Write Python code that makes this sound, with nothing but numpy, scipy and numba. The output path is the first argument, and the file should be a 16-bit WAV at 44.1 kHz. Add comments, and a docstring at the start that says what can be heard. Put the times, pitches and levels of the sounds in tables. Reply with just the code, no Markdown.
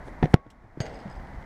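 """Quick steps scuff artificial turf, a foot plants and a football booms, heard from just behind the player.
The boot sets the shell and the air inside ringing. Far off the ball hits the crossbar: the metal clangs,
the frame hums, the net fittings jingle. Wind and distant traffic lie underneath.
The kick clips the microphone, whose gain control then ducks."""
import sys
import numpy as np
from scipy import signal
from scipy.fft import irfft
from scipy.io import wavfile
from scipy.ndimage import uniform_filter1d
from numba import njit

SR = 44100
rng = np.random.default_rng(int(sys.argv[2]) if len(sys.argv) > 2 else 0)


def unload_audio(sound):
    """Save the sound as a 16-bit wav file, at the path given as the first command line argument."""
    columns = np.transpose(np.atleast_2d(sound))
    # keep every value between -1 and 1, then stretch to whole-number steps
    steps = np.round(np.clip(columns, -1, 1) * 32767)
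    wavfile.write(sys.argv[1], SR, steps.astype(np.int16))


N = 63945


def undb(db):
    """Decibels to gain."""
    return 10 ** (np.asarray(db) / 20)


def since(start_s):
    """Seconds since a moment, zero before it."""
    return np.maximum(np.arange(N) / SR - start_s, 0)


def decay(start_s, t60_s, rise_s=0.00032):
    """Envelope of a blow: quick rise, exponential fall."""
    t = since(start_s)
    return (1 - np.exp(-t / rise_s)) * np.exp(-np.log(1000) * t / t60_s)


def swell(centre_s, width_s):
    """Gaussian envelope."""
    return np.exp(-.5 * ((since(0) - centre_s) / width_s) ** 2)


def noise(spectrum):
    """Unit-RMS noise shaped by (frequency [Hz], level [dB]) points."""
    hz, db = np.array(spectrum, float).T
    bins_hz = np.maximum(np.arange(N // 2 + 1) * SR / N, 1)
    magnitude = undb(np.interp(np.log(bins_hz), np.log(hz), db))
    x = irfft(magnitude * np.exp(2j * np.pi * rng.random(len(bins_hz))), N)
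    return x / x.std()


def grains(spread_db):
    """Uneven gain of many tiny contacts, redrawn every 64 samples."""
    gain = undb(spread_db * np.repeat(rng.standard_normal(N // 64 + 1), 64)[:N])
    return uniform_filter1d(gain, size=32) / np.sqrt(np.mean(gain ** 2))


def soften(x, cutoff_hz):
    """Low-pass of a cushioned contact."""
    return signal.sosfilt(signal.butter(3, cutoff_hz, fs=SR, output="sos"), x)


def modes(table, start_s):
    """Damped resonances set off by one sharp push."""
    t, out = since(start_s), 0
    for hz, db, t60_s in table:
        omega, loss = 2 * np.pi * hz, np.log(1000) / t60_s
        wave = np.cos(omega * t) - loss / omega * np.sin(omega * t)
        out += undb(db) * decay(start_s, t60_s, rise_s=.00008) * wave
    return out


def clusters(table, count=7):
    """Ring of a metal part: each resonance is a bunch of close, beating modes."""
    t, out = since(0)[:N * 2 // 3], 0
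    for centre_hz, spread_hz, db, t60_s in table:
        jitter, phase = rng.random((2, count, 1))
        hz = centre_hz + spread_hz * ((np.arange(count)[:, None] + jitter) / count - .5)
        fall = np.exp(-np.log(1000) * t / t60_s)
        ring = np.sin(2 * np.pi * (hz * t + phase)).sum(0) * fall
        out += undb(db) * ring * np.sqrt(np.sum(fall ** 2) / np.sum(ring ** 2))
    return out


def strike(ring, hits):
    """Play a ring at every (time [s], gain [dB]) hit."""
    pushes = np.zeros(N)
    for start_s, db in hits:
        pushes[int(start_s * SR)] += undb(db)
    return signal.fftconvolve(pushes, ring)[:N]


# traffic hum (frequency [Hz], relative level [dB])
TRAFFIC_SPECTRUM = [(25, -9.5), (60, -5), (130, -0.5), (250, -0.5), (450, -9), (700, -2.5), (900, -4.5),
                    (1200, -11.5), (2050, -11), (2650, -29.5), (5000, -34), (9000, -43.5), (13000, -49),
                    (15000, -53.5), (15800, -75)]

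def traffic(level_db=-45.5, waver_db=0.36):
    """Distant traffic, wavering slightly in level."""
    waver = noise([(3, -19.5), (12, 6), (40, -46), (200, -120)])
    return noise(TRAFFIC_SPECTRUM) * undb(level_db + waver_db * waver)


# wind rumble (frequency [Hz], relative level [dB])
WIND_SPECTRUM = [(15, -14), (30, -2), (55, -3.5), (90, -14.5), (200, -21), (1000, -72)]
# gust contour (time [s], level [dB])
GUST_LEVELS = [(0, -47), (.14, -44), (.27, -41), (.5, -46), (.8, -43), (1.08, -51.5), (1.14, -42),
               (1.21, -36), (1.28, -46.5), (1.39, -37.5), (1.45, -53)]

def wind():
    """Gusts rumble on the microphone."""
    times_s, levels_db = np.array(GUST_LEVELS).T
    return noise(WIND_SPECTRUM) * undb(np.interp(since(0), times_s, levels_db))


# shoes on turf (time [s], thud level [dB], thud pitch [Hz], thud t60 [s], scuff level [dB], scuff t60 [s])
FOOTFALLS = [(0.0747, -32, 203, 0.026, -36, 0.11), (.2268, -8.5, 234, 0.025, -18, 0.032),
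             (0.229, -24, 256, .03, -19, 0.016), (0.2377, -7.5, 151, 0.067, -22.5, 0.087),
             (0.2549, -25, 330, 0.016, -12, .012), (0.4644, -22.5, 280, 0.028, -35, 0.046),
             (0.472, -32, 115, 0.067, -40.5, 0.032), (0.642, -33.5, 113, 0.14, -50, 0.055),
             (0.7739, -17.5, 298, 0.018, -46, .03), (0.779, -26, 149, 0.044, -52, 0.051),
             (1.056, -28, 193, 0.11, -39, .08), (1.073, -32.5, 136, 0.11, -62, .06)]
# studs on turf (frequency [Hz], relative level [dB])
SCUFF_SPECTRUM = [(100, -10), (250, 2.5), (450, 2.5), (850, -5), (1150, -27.5), (2000, -10), (2600, -26.5),
                  (3400, -24.5), (4400, -36.5), (6200, -38), (7200, -56.5), (15000, -66.5)]

def feet():
    """Footfalls thud and studs scuff; the boot grazes the turf just before the kick."""
    scuff = grains(spread_db=4) * noise(SCUFF_SPECTRUM)
    steps = 0
    for start_s, thud_db, hz, thud_t60_s, scuff_db, scuff_t60_s in FOOTFALLS:
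        steps -= undb(thud_db) * decay(start_s, thud_t60_s) * np.sin(2 * np.pi * hz * since(start_s))
        steps += undb(scuff_db) * decay(start_s, scuff_t60_s, rise_s=.0011) * scuff
    graze = undb(-26.5) * swell(centre_s=.338, width_s=.0014) * scuff
    return steps + graze


# shoe swings (time [s], width [s], level [dB])
SWINGS = [(0.075, .02, -65.5), (.245, .016, -63), (0.322, .018, -65)]
# brushed blades (frequency [Hz], relative level [dB])
SWISH_SPECTRUM = [(1500, -7), (3200, -10), (6000, -9.5), (10000, -11), (15000, -29)]

def swishes():
    """Swinging shoes brush through the turf blades."""
    return noise(SWISH_SPECTRUM) * sum(undb(db) * swell(at_s, width_s) for at_s, width_s, db in SWINGS)


# sole resonances (frequency [Hz], level [dB], t60 [s])
SOLE_MODES = [(260, -27.5, 0.061), (448, -25.5, 0.063), (736, -21.5, 0.036), (1300, -26, 0.02),
              (1866, -22.5, .012), (3200, -37, 0.0076)]
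# sole contacts (time [s], gain [dB])
SOLE_SLAPS = [(.2272, -0.5), (0.2295, -0.5), (.2306, 2.5), (0.2428, -11.5), (.2560, -12)]

def standing_foot():
    """Heel, studs and toe smack down in quick succession, cushioned by the turf."""
    return strike(soften(modes(SOLE_MODES, 0), cutoff_hz=2130), SOLE_SLAPS)


KICK_S, LEATHER_CUTOFF_HZ = .3412, 2840
# ball shell (frequency [Hz], relative level [dB], t60 [s])
SHELL_MODES = [(128, 9, 0.03), (300, -5, 0.018), (450, -42, 0.009), (700, -9.5, 0.041),
               (1302, -18.5, 0.032), (1830, -37, 0.013), (3330, -29, .011), (5270, -4, .009)]
# air inside the ball (frequency [Hz], level [dB], t60 [s])
CAVITY_MODES = [(866, -48, .4), (1106, -37, 0.65), (1396, -63, .2), (2120, -43, .23), (2770, -64, .35)]
# boot on shell (frequency [Hz], relative level [dB])
CRACK_SPECTRUM = [(800, 20), (3000, 5), (5400, -4), (6400, -6), (12000, -17), (16000, -16)]

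def kick(echo_delay_s=.0205):
    """The boot cracks on the shell, which booms; the air inside rings on; the surroundings echo faintly."""
    shell = modes(SHELL_MODES, KICK_S)
    echo = undb(-26.5) * modes(SHELL_MODES, KICK_S + echo_delay_s)
    boom = undb(-2) * soften(shell + echo, LEATHER_CUTOFF_HZ)
    crack = undb(-24.5) * noise(CRACK_SPECTRUM) * decay(KICK_S, t60_s=.042)
    scatter = undb(-29) * noise(SCUFF_SPECTRUM) * decay(KICK_S, t60_s=.22, rise_s=.0029)
    return boom + crack + modes(CAVITY_MODES, KICK_S) + scatter


# bright tick (frequency [Hz], relative level [dB])
TICK_SPECTRUM = [(900, -31), (1900, -10), (3400, 1.5), (4600, -10.5), (5800, -2), (6500, -11), (7500, -6),
                 (9000, -11.5), (12000, -21), (15000, -21), (15800, -40)]

def tick():
    """A faint dry tick while the ball is in the air."""
    return undb(-43) * noise(TICK_SPECTRUM) * decay(start_s=.5028, t60_s=.061)


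BAR_S = .8033
# bar and frame (centre [Hz], spread [Hz], relative level [dB], t60 [s])
BAR_CLUSTERS = [(469, 62.7, -40, 0.89), (629, 50, -35, .4), (810.5, 110, -39, 0.66), (279.4, 170, -42.5, 1),
                (1504, 245, -45, 0.42), (2010, 300, -36, 0.081), (2860, 44, -49.5, 0.33),
                (3210, 400, -52, 0.41), (4730, 390, -36.5, 0.11), (6480, 230, -37.5, 0.12),
                (8240, 220, -48, 0.12)]
# metal impact (frequency [Hz], relative level [dB])
CLANK_SPECTRUM = [(500, 7), (1200, -2.5), (2000, 4.5), (2600, -5.5), (3200, -4.5), (3900, -13.5),
                  (4750, -1.5), (5600, -14), (6600, -6), (7300, -14.5), (8300, -20.5), (9200, -26),
                  (15000, -36), (16000, -45)]
# loose frame knocking again (time [s], level re first clank [dB])
FRAME_KNOCKS = [(0.8141, -8), (0.855, -16), (0.8642, -14)]
# tail in frame and fence (frequency [Hz], relative level [dB])
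WASH_SPECTRUM = [(150, 2), (250, -7), (500, 6), (820, -1.5), (1100, -35), (1950, -7.5), (2600, -20),
                 (3900, -23.5), (4700, -23), (5600, -30), (6500, -28), (7200, -43), (8200, -29),
                 (9000, -54), (15000, -56)]

def crossbar(thump_hz=129.6, clank_t60_s=.031):
    """The ball flattens on the bar; the metal clangs, knocks again and fades through frame and fence."""
    thump_envelope = undb(-4) * decay(BAR_S, t60_s=.035, rise_s=.0038)
    thump = -thump_envelope * np.sin(2 * np.pi * thump_hz * since(BAR_S))
    smack = undb(-21) * soften(modes(SHELL_MODES[1:], BAR_S), LEATHER_CUTOFF_HZ)
    knocks = sum(undb(db) * decay(at_s, clank_t60_s) for at_s, db in FRAME_KNOCKS)
    clanks = undb(-22) * noise(CLANK_SPECTRUM) * (decay(BAR_S, clank_t60_s) + knocks)
    wash = undb(-35.5) * noise(WASH_SPECTRUM) * decay(BAR_S, t60_s=.78, rise_s=.013)
    ring = strike(clusters(BAR_CLUSTERS), [(BAR_S, -3.5)])
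    return thump + smack + clanks + ring + wash


# net on frame (frequency [Hz], relative level [dB])
RUSTLE_SPECTRUM = [(1200, -18), (2200, 0.5), (3100, 2.5), (3800, -8.5), (4400, 0), (5500, -11),
                   (8000, -16.5), (14000, -37)]
# metal fitting (centre [Hz], spread [Hz], level [dB], t60 [s])
FITTING_CLUSTERS = [(2880, 420, -13, 0.076), (5020, 220, -2.5, .06), (6550, 400, -12.5, 0.044),
                    (8020, 450, -11.5, .06)]
# fittings on frame (time [s], gain [dB])
FITTING_TAPS = [(.93, -59), (.945, -51.5), (.961, -66), (.99, -54.5), (1.004, -59), (1.10, -54),
                (1.115, -56), (1.16, -59)]

def net():
    """The shaken net scratches along the frame and taps its metal fittings on it."""
    scratch = noise(RUSTLE_SPECTRUM) * grains(spread_db=6.5)
    rustle = undb(-60) * scratch * decay(BAR_S, t60_s=2.5, rise_s=.03)
    return rustle + strike(clusters(FITTING_CLUSTERS), FITTING_TAPS)


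def scene():
    """Mono sum at the microphone."""
    background = traffic() + wind()
    run_up = feet() + swishes() + standing_foot()
    return (background + run_up + kick() + tick() + crossbar() + net())[None]


@njit
def gain_control(x, threshold, depth_db, attack_s, hold_s, creep_db_per_s, release_s):
    """Gain in dB: a peak over the threshold pulls it down; it creeps up while held, then recovers."""
    gain_db, cut_db, since_peak_s = np.zeros(len(x)), 0., 1e3
    for i in range(len(x)):
        since_peak_s = 0. if abs(x[i]) > threshold else since_peak_s + 1 / SR
        if since_peak_s < hold_s:
            cut_db += (depth_db - creep_db_per_s * since_peak_s - cut_db) / (attack_s * SR)
        else:
            cut_db -= cut_db / (release_s * SR)
        gain_db[i] = -cut_db
    return gain_db


def record(dry):
    """The gain ducks too late to stop the kick clipping; a steep low-pass cuts the top."""
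    gain_db = gain_control(dry[0], threshold=float(undb(7)), depth_db=13., attack_s=.014,
                           hold_s=.41, creep_db_per_s=8., release_s=.062)
    clipped = np.clip(dry * undb(gain_db), -1, 1)
    cutoff_hz = 16400
    return signal.sosfilt(signal.ellip(8, .2, 70, cutoff_hz, fs=SR, output="sos"), clipped)


dry = scene()
out = record(dry)
unload_audio(out)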